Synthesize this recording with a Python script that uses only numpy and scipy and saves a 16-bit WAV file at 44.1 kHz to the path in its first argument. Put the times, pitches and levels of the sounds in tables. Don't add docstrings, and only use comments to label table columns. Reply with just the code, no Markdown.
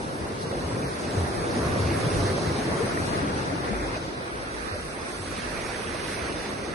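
import sys
import numpy as np
from scipy import signal
from scipy.fft import rfft, irfft, next_fast_len
from scipy.io import wavfile
from scipy.ndimage import uniform_filter1d

SR = 44100
rng = np.random.default_rng(int(sys.argv[2]) if len(sys.argv) > 2 else 0)


def store_wav(level_fs):
    pcm = np.round(np.clip(np.atleast_2d(level_fs), -1, 1) * 32767)
    wavfile.write(sys.argv[1], SR, pcm.T.astype(np.int16))


def voltage_ratio(level):
    return 10 ** (np.asarray(level, float) / 20)


N = 297498
PADDED = next_fast_len(N)
HZ = np.maximum(np.fft.rfftfreq(PADDED, 1 / SR), 1)
OCTAVES = np.log2(HZ)
SLOW = np.arange(0, N + 40, 40)
SEAM_HZ = 2600


def rms_one(x):
    return x / np.sqrt(np.mean(x ** 2) + 1e-20)


def in_time(rows):
    s, *columns = np.transpose(rows)
    return [np.interp(SLOW / SR, s, c) for c in columns]


def at_hz(points, hz):
    table_hz, db = np.transpose(points)
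    return np.interp(np.log(hz), np.log(table_hz), db)


def smooth(control):
    return np.interp(np.arange(N), SLOW, control)


def drift(rate_hz):
    r = np.exp(-80 * np.pi * rate_hz / SR)
    noise = rng.standard_normal(len(SLOW) + 2000)
    return rms_one(signal.lfilter([1], [1, -2 * r, r * r], noise)[2000:])


def bursts(per_s, spread_db):
    size_db = spread_db * np.minimum(rng.exponential(1, (2, N)), 5)
    sizes = voltage_ratio(size_db) * rng.standard_normal((2, N))
    return rms_one(sizes * (rng.random((2, N)) < per_s / SR))


# (time [s], level [dB])
SWELL = [(0.0, -30.5), (0.17, -32.5), (0.77, -28), (0.98, -31.5), (1.14, -27), (1.18, -25.5), (1.31, -28),
         (1.54, -25), (2.35, -25.5), (2.65, -27.5), (2.74, -25), (2.95, -27.5), (3.15, -26), (4.57, -36.5),
         (6.03, -35), (6.75, -33.5)]
# (time [s], level [dB])
FOAM = [(0.0, -48), (0.58, -46), (2.16, -41), (2.46, -42.5), (3.17, -41), (3.63, -44.5), (3.64, -42.5),
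        (3.85, -44), (3.96, -41.5), (4.0, -47.5), (4.7, -46), (4.77, -47.5), (5.25, -46), (5.55, -42),
        (6.25, -42), (6.75, -45.5)]
# (time [s], level [dB])
SPRAY = [(0.0, -52), (0.38, -54.5), (0.43, -48.5), (0.45, -53.5), (0.79, -51.5), (2.05, -47), (2.12, -46.5),
         (2.56, -51), (2.93, -47.5), (3.12, -50.5), (3.15, -48.5), (3.25, -50.5), (3.96, -56),
         (5.47, -49.5), (6.22, -49), (6.75, -54)]
# (mean [dB], share of swell swing, of foam swing, of spray swing, lumpiness [dB])
LAYERS = [
    (-49, -0.12, 0.83, .01, 3),
    (-36, 1.25, 0.19, .01, -0.74),
    (-34.5, 0.62, 0.23, .01, 0.42),
    (-46.5, 0.48, 0.53, 0.076, -0.16),
    (-44, -0.28, 1.17, 0.096, 0.7),
    (-47, 0.094, 0.45, 0.35, -1.33),
    (-50.5, -0.084, 0.081, 1, -0.8),
]


def layer_levels():
    (swell,), (foam,), (spray,) = in_time(SWELL), in_time(FOAM), in_time(SPRAY)
    levels = []
    for db, deep, white, fine, lump_db in LAYERS:
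        level = db + deep * (swell - swell.mean()) + white * (foam - foam.mean())
        level = level + fine * (spray - spray.mean())
        levels.append(level + lump_db * drift(2.4))
    return np.array(levels)


# (time [s], left-right bearing [dB], spread [dB])
PLACE = [(0.0, -2, -3.5), (2.07, -5, -5), (2.8, -2.5, -4), (3.08, 0.5, -3.5), (4.47, -4, -2),
         (4.64, -11, -1.5), (4.79, -5, -0.5), (5.54, -10, -7.5), (6.75, -8, -6)]
# (left-right [dB], share of the bearing, spread [dB], share of the spread)
SIDES = [
    (0.97, -0.15, -1.97, 0.17),
    (0.83, 0.9, 0.62, 0.92),
    (0, 0.15, 2.5, 0.33),
]


def layer_places():
    bearing, spread = in_time(PLACE)
    rows = np.array(SIDES)[[0, 0, 0, 1, 1, 2, 2]]
    return rows[:, :1] + rows[:, 1:2] * bearing, rows[:, 2:3] + rows[:, 3:] * spread


LAYER_HZ = [48, 100, 400, 950, 2300, 4400, 9300]
# (frequency [Hz], side over mid [dB])
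WIDTH = [(50, 2), (100, -17.5), (190, -10.5), (340, -6.5), (610, 1), (1000, 5.5), (1600, 6.5), (2300, -0.5),
         (2900, 0.5), (4800, -1), (5700, 0.7), (6100, -6.5), (6700, -3), (7300, 1.5), (9500, -3.5),
         (10200, -3.5), (11500, -0.5)]


def white_water(deep, colour_db, low_hz, high_hz, source, surge_db, patch_db, flicker_db, wander_db):
    levels, (pans, wides) = layer_levels(), layer_places()
    shape = voltage_ratio(colour_db) * (HZ > low_hz) * (HZ <= high_hz)
    spectra = rfft(source, PADDED) * shape * [np.ones_like(HZ), voltage_ratio(at_hz(WIDTH, HZ))]
    power = np.mean(voltage_ratio(2 * levels), axis=1, keepdims=True)
    swing = levels - 10 * np.log10(power)
    step = .4 if deep else .15
    out, surge, patch = 0, drift(7.1), drift(12.0)
    for octave in np.arange(np.log2(low_hz), np.log2(high_hz) + step, step):
        window = np.cos(np.pi / 2 * np.clip((OCTAVES - octave) / step, -1, 1)) ** 2
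        mid, side = irfft(spectra * window, PADDED)[:, :N]
        share = [np.interp(octave, np.log2(LAYER_HZ), row) for row in np.eye(len(LAYERS))]
        patch = .8 * patch + 0.3 * drift(5.0)
        liveliness_db = surge_db * surge + patch_db * patch + flicker_db * drift(33.0)
        gain = voltage_ratio(share @ swing + liveliness_db)
        wander = voltage_ratio(wander_db * (drift(14.3) + .4 * drift(4.0)) * (octave > 9.3))
        mid = mid * smooth(gain / wander)
        side = side * smooth(gain * wander * voltage_ratio(share @ wides))
        lean = smooth(voltage_ratio(.5 * (share @ pans)))
        out = out + np.array([(mid + side) * lean, (mid - side) / lean])
    target = np.sum(power[:-2] if deep else power[-2:])
    return out / np.sqrt(np.mean(out.mean(axis=0) ** 2) / target)


# (frequency [Hz], level per Hz [dB])
BRIGHT = [(2600, 0), (3140, -3.5), (4170, -2.5), (6190, -5), (6700, -10), (7650, -12), (8200, -7.5),
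          (10200, -6.5), (10900, -10), (11300, -13), (11800, -22.5)]


def fizzing_foam():
    return white_water(False, at_hz(BRIGHT, HZ), SEAM_HZ, 11900, bursts(30000., spread_db=-0.5),
                       surge_db=0.3, patch_db=0.18, flicker_db=1.16, wander_db=1.5)


# (frequency [Hz], level per Hz [dB])
DEEP = [(15, -36), (25, -20), (65, -5), (92, -0.5), (192, -3.5), (380, -3.5), (539, -6.5), (876, -14.5),
        (2060, -19), (2600, -22), (3380, -53), (5720, -120)]


def roaring_surf():
    return white_water(True, at_hz(DEEP, HZ), 22.4, SEAM_HZ, bursts(22000., spread_db=1.67),
                       surge_db=0.02, patch_db=0.61, flicker_db=1.0, wander_db=2.0)


def pocket(db, hz, cycles, rise, swell_cycles):
    t = np.arange(int(SR * .3)) / SR
    turns = hz * t
    shape = (1 - np.exp(-turns / swell_cycles)) * np.exp(-np.log(1000) * turns / cycles)
    return voltage_ratio(db) * shape / shape.max() * np.sin(2 * np.pi * turns * (1 + rise * turns / cycles))


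def add(out, sound, s, lr_db):
    i = int(s * SR)
    sound = sound * voltage_ratio(np.array([[.5], [-.5]]) * lr_db)
    out[:, i:i + sound.shape[-1]] += sound[..., :N - i]


# (time [s], peak level [dB], pitch [Hz])
THUDS = [(0.196, -29.5, 86), (0.408, -34, 87), (0.551, -28, 60.5), (0.634, -23, 87.6), (0.73, -25, 107),
         (0.836, -21, 158), (0.849, -29, 67), (1.168, -13, 100), (1.209, -18.5, 88.7), (1.622, -26, 81),
         (1.712, -26.5, 85.5), (1.791, -18.5, 92), (1.84, -20.5, 86), (2.06, -15, 175), (2.138, -18, 127),
         (2.156, -21.5, 58.6), (2.198, -14.5, 101), (2.24, -16, 104.7), (2.289, -15.5, 90.6),
         (2.469, -21.5, 84), (2.704, -29, 84), (3.326, -24.5, 86), (3.723, -21.5, 56.5), (3.819, -25, 56),
         (4.062, -32, 92), (4.329, -34, 60), (4.601, -35, 69.6), (4.716, -25, 95), (5.198, -26.5, 103),
         (5.379, -26, 209), (5.442, -34, 51.4), (5.868, -33, 81), (6.04, -32, 145), (6.212, -26.5, 75)]


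def cavity_thuds():
    out = np.zeros((2, N))
    for s, db, hz in THUDS:
        thud = pocket(db - 6.5, hz, cycles=24.4, rise=-0.4, swell_cycles=0.51)
        add(out, thud, s, 0.5 + 1.6 * rng.standard_normal())
    return out


# (time [s], peak level [dB], pitch [Hz], left-right [dB])
SLAPS = [(0.713, -20, 960, 2), (1.266, -22, 750, -10), (1.382, -29, 660, 2), (1.671, -19, 677, -1.0),
         (1.759, -16, 586, -8), (1.843, -20, 638, -1.5), (1.912, -14, 848, -5), (1.987, -26, 723, -6),
         (2.318, -32, 717, 0.0), (2.715, -15.5, 637, 3.5), (2.974, -14.5, 1800, -8), (3.207, -31, 732, 2.0),
         (3.52, -21.5, 666, 4), (3.64, -21, 720, 9), (3.732, -22, 650, 5), (3.965, -20, 600, -2),
         (4.754, -22, 590, 3), (5.377, -27, 1200, -19), (5.55, -22, 1310, -9), (5.947, -18, 596, -8)]


def rock_slaps():
    out = np.zeros((2, N))
    for s, db, hz, lr_db in SLAPS:
        add(out, pocket(db - 8.5, hz, cycles=27.0, rise=0.13, swell_cycles=0.21), s, lr_db)
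    return out


# (time [s], peak level [dB], pitch [Hz], left-right [dB])
GLUGS = [(0.309, -19, 433, 1), (0.527, -12, 519, -4), (0.613, -40, 288, -21), (1.056, -54, 428, 8),
         (1.1, -14, 377, 4), (1.35, -17, 338, 11), (1.558, -9, 235, -1), (1.585, -11, 311, 1),
         (1.63, -11, 378, 3), (1.911, -12.5, 308, -1), (2.132, -13.5, 397, -2), (2.205, -25, 380, 11),
         (2.3, -9, 368, 1), (2.38, -10.5, 540, -1), (2.515, -11.5, 298, -2), (2.592, -35, 233, 1.5),
         (2.653, -14.5, 320, 1.0), (2.804, -4.5, 430, 5), (2.847, -21, 366, 10), (2.989, -39, 603, -5),
         (3.228, -9.5, 277, 6.5), (3.524, -14.5, 281, 11), (3.597, -17.5, 346, 3), (3.706, -11, 203, 9),
         (3.824, -15, 292, 2), (4.315, -18, 318, -1), (4.752, -22, 563, -8), (6.309, -21, 271, -9)]


def bubble_glugs():
    out = np.zeros((2, N))
    for s, db, hz, lr_db in GLUGS:
        add(out, pocket(db - 14.5, hz, cycles=46.0, rise=0.22, swell_cycles=0.38), s, lr_db)
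    return out


def scene():
    water = voltage_ratio(1.15) * fizzing_foam() + voltage_ratio(-0.17) * roaring_surf()
    return water + cavity_thuds() + rock_slaps() + bubble_glugs()


# (frequency [Hz], width [Hz], depth [dB])
PORT_DIPS = [(5215, 170, -3.5), (7440, 250, -3), (7000, 600, -1), (3050, 300, -1.5)]


def microphone_ports(dry):
    dips_db = sum(db / (1 + (2 * (HZ - hz) / width) ** 4) for hz, width, db in PORT_DIPS)
    return irfft(rfft(dry, PADDED) * voltage_ratio(dips_db), PADDED)[:, :N]


# (frequency [Hz], surroundings over step [dB])
FINENESS = [(170, 12), (500, 12), (850, 3), (1600, 2), (2200, 3), (2700, -4.5), (3300, -4.5), (3700, -1.5),
            (4500, -1.5), (5100, -4.5), (6400, -3.5), (7400, -6), (8000, -1), (8600, 1), (9600, 0),
            (10600, -2), (11500, -6)]
# (0 mid or 1 side, top [Hz], width per unit of need [Hz], mean need)
STARVED = [(0, 7580, 350, -.4), (0, 8100, 500, -1.1), (0, 6900, 250, -.4), (0, 5400, 200, -1.1),
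           (0, 3200, 250, -1.6), (0, 1080, 120, -1.2), (0, 1850, 170, -1.1), (1, 6850, 500, .3),
           (1, 6300, 400, 0), (1, 7550, 200, .6), (1, 5300, 150, -.5), (1, 3100, 300, -1)]
# (time [s], length [s], centre [Hz], width [Hz])
GAPS = [(.12, .09, 7370, 500), (.51, .24, 7300, 500), (.83, .06, 3400, 750), (.89, .05, 2850, 300),
        (1.29, .13, 2890, 250), (1.38, .13, 7600, 300), (1.49, .03, 7800, 800), (1.89, .13, 7390, 200),
        (2.04, .09, 7280, 500), (2.19, .2, 7280, 400), (2.47, .16, 7430, 600), (2.66, .1, 7300, 500),
        (2.83, .21, 7300, 650), (2.88, .02, 7900, 700), (3.02, .12, 5050, 250), (3.07, .05, 4900, 500),
        (3.09, .09, 7420, 330), (3.23, .08, 7350, 300), (3.26, .1, 5250, 200), (3.37, .13, 7400, 350),
        (3.48, .04, 5300, 300), (3.55, .12, 7310, 1050), (3.74, .11, 7410, 250), (3.94, .08, 7110, 600),
        (4.09, .05, 5370, 330), (4.16, .41, 7160, 750), (4.28, .12, 6700, 500), (4.48, .05, 5340, 260),
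        (4.6, .06, 1050, 90), (4.62, .14, 7220, 650), (4.66, .07, 3140, 400), (4.69, .07, 880, 110),
        (4.72, .03, 3450, 250), (4.75, .03, 3750, 250), (4.78, .04, 1060, 90), (4.83, .23, 7280, 750),
        (4.86, .05, 3300, 200), (4.87, .05, 960, 90), (5.11, .07, 5430, 330), (5.23, .06, 5410, 330),
        (5.38, .03, 5420, 330), (5.46, .11, 7240, 450), (5.69, .39, 7140, 700), (6.14, .25, 7180, 800),
        (6.35, .18, 3300, 170), (6.46, .29, 7270, 700)]
# (mid limit [Hz], side limit [Hz], share of time)
TOP_EDGES = [(11050, 10350, .3), (11400, 10350, .2), (11760, 10350, .13), (11760, 11050, .29),
             (11760, 11700, .08)]


def thinned(left, right):
    hop, grid, lines = 1024, 89, 560
    rise = np.cumsum(np.kaiser(hop + 1, 4 * np.pi))
    window = np.sqrt(np.concatenate([rise[:-1], rise[-2::-1]]) / rise[-1])
    turns = np.outer(np.arange(2 * hop) + .5 + hop / 2, np.arange(lines) + .5)
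    basis = window[:, None] * np.cos(np.pi / hop * turns) * np.sqrt(2 / hop)
    count = N // hop + 3
    mid_side = np.array([left + right, left - right]) / 2
    blocks = np.pad(mid_side, ((0, 0), (2 * hop - grid, count * hop - N - hop + grid)))
    blocks = blocks.reshape(2, -1, hop)
    cells = (np.concatenate([blocks[:, :-1], blocks[:, 1:]], axis=2) @ basis).transpose(0, 2, 1)
    hz = ((np.arange(lines) + .5) * SR / 2 / hop)[:, None]
    s = (np.arange(count) * hop + grid - hop) / SR

    around = uniform_filter1d(uniform_filter1d(cells ** 2, size=40, axis=1), size=5, axis=2)
    around = around.mean(axis=0)
    uneven = uniform_filter1d(rng.normal(0, 1.4, (2, lines // 10, count)), size=2, axis=2)
    uneven_db = 4.3 * np.repeat(uneven, 10, axis=1)
    step = np.sqrt(around + 1e-20) * voltage_ratio(uneven_db - at_hz(FINENESS, hz))
    cells = np.sign(cells) * step * np.floor(abs(cells / step) ** .75 + .4) ** (4 / 3)

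    kept = np.ones(cells.shape, bool)
    swell = np.interp(s, *np.transpose(SWELL))
    for channel, top_hz, width_hz, need in STARVED:
        need = need - .06 * (swell - swell.mean())
        need = need + np.repeat(rng.standard_normal(count), 2)[:count]
        kept[channel] &= (hz > top_hz) | (hz < top_hz - width_hz * np.clip(need, 0, 2))
    for start, length, gap_hz, width in GAPS:
        outside = (s < start - .012) | (s > start + length + .012)
        kept[0] &= (abs(hz - gap_hz) > width / 2) | outside
    edges = np.array(TOP_EDGES)
    steps = rng.choice(len(edges), count, p=edges[:, 2])
    steps = np.where(rng.random(count) < .5, steps, np.roll(steps, 1))
    kept &= hz < edges[steps, :2].T[:, None, :]

    frames = (cells * kept).transpose(0, 2, 1) @ basis.T
    joined = (frames[:, 1:, :hop] + frames[:, :-1, hop:]).reshape(2, -1)
    mid, side = joined[:, hop - grid:hop - grid + N]
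    return np.array([mid + side, mid - side])


def roll_off(x):
    return signal.sosfilt(signal.butter(12, 11830, fs=SR, output="sos"), x)


def record(dry):
    heard = thinned(*microphone_ports(dry))
    return roll_off(heard)


dry = scene()
out = record(dry)
store_wav(out)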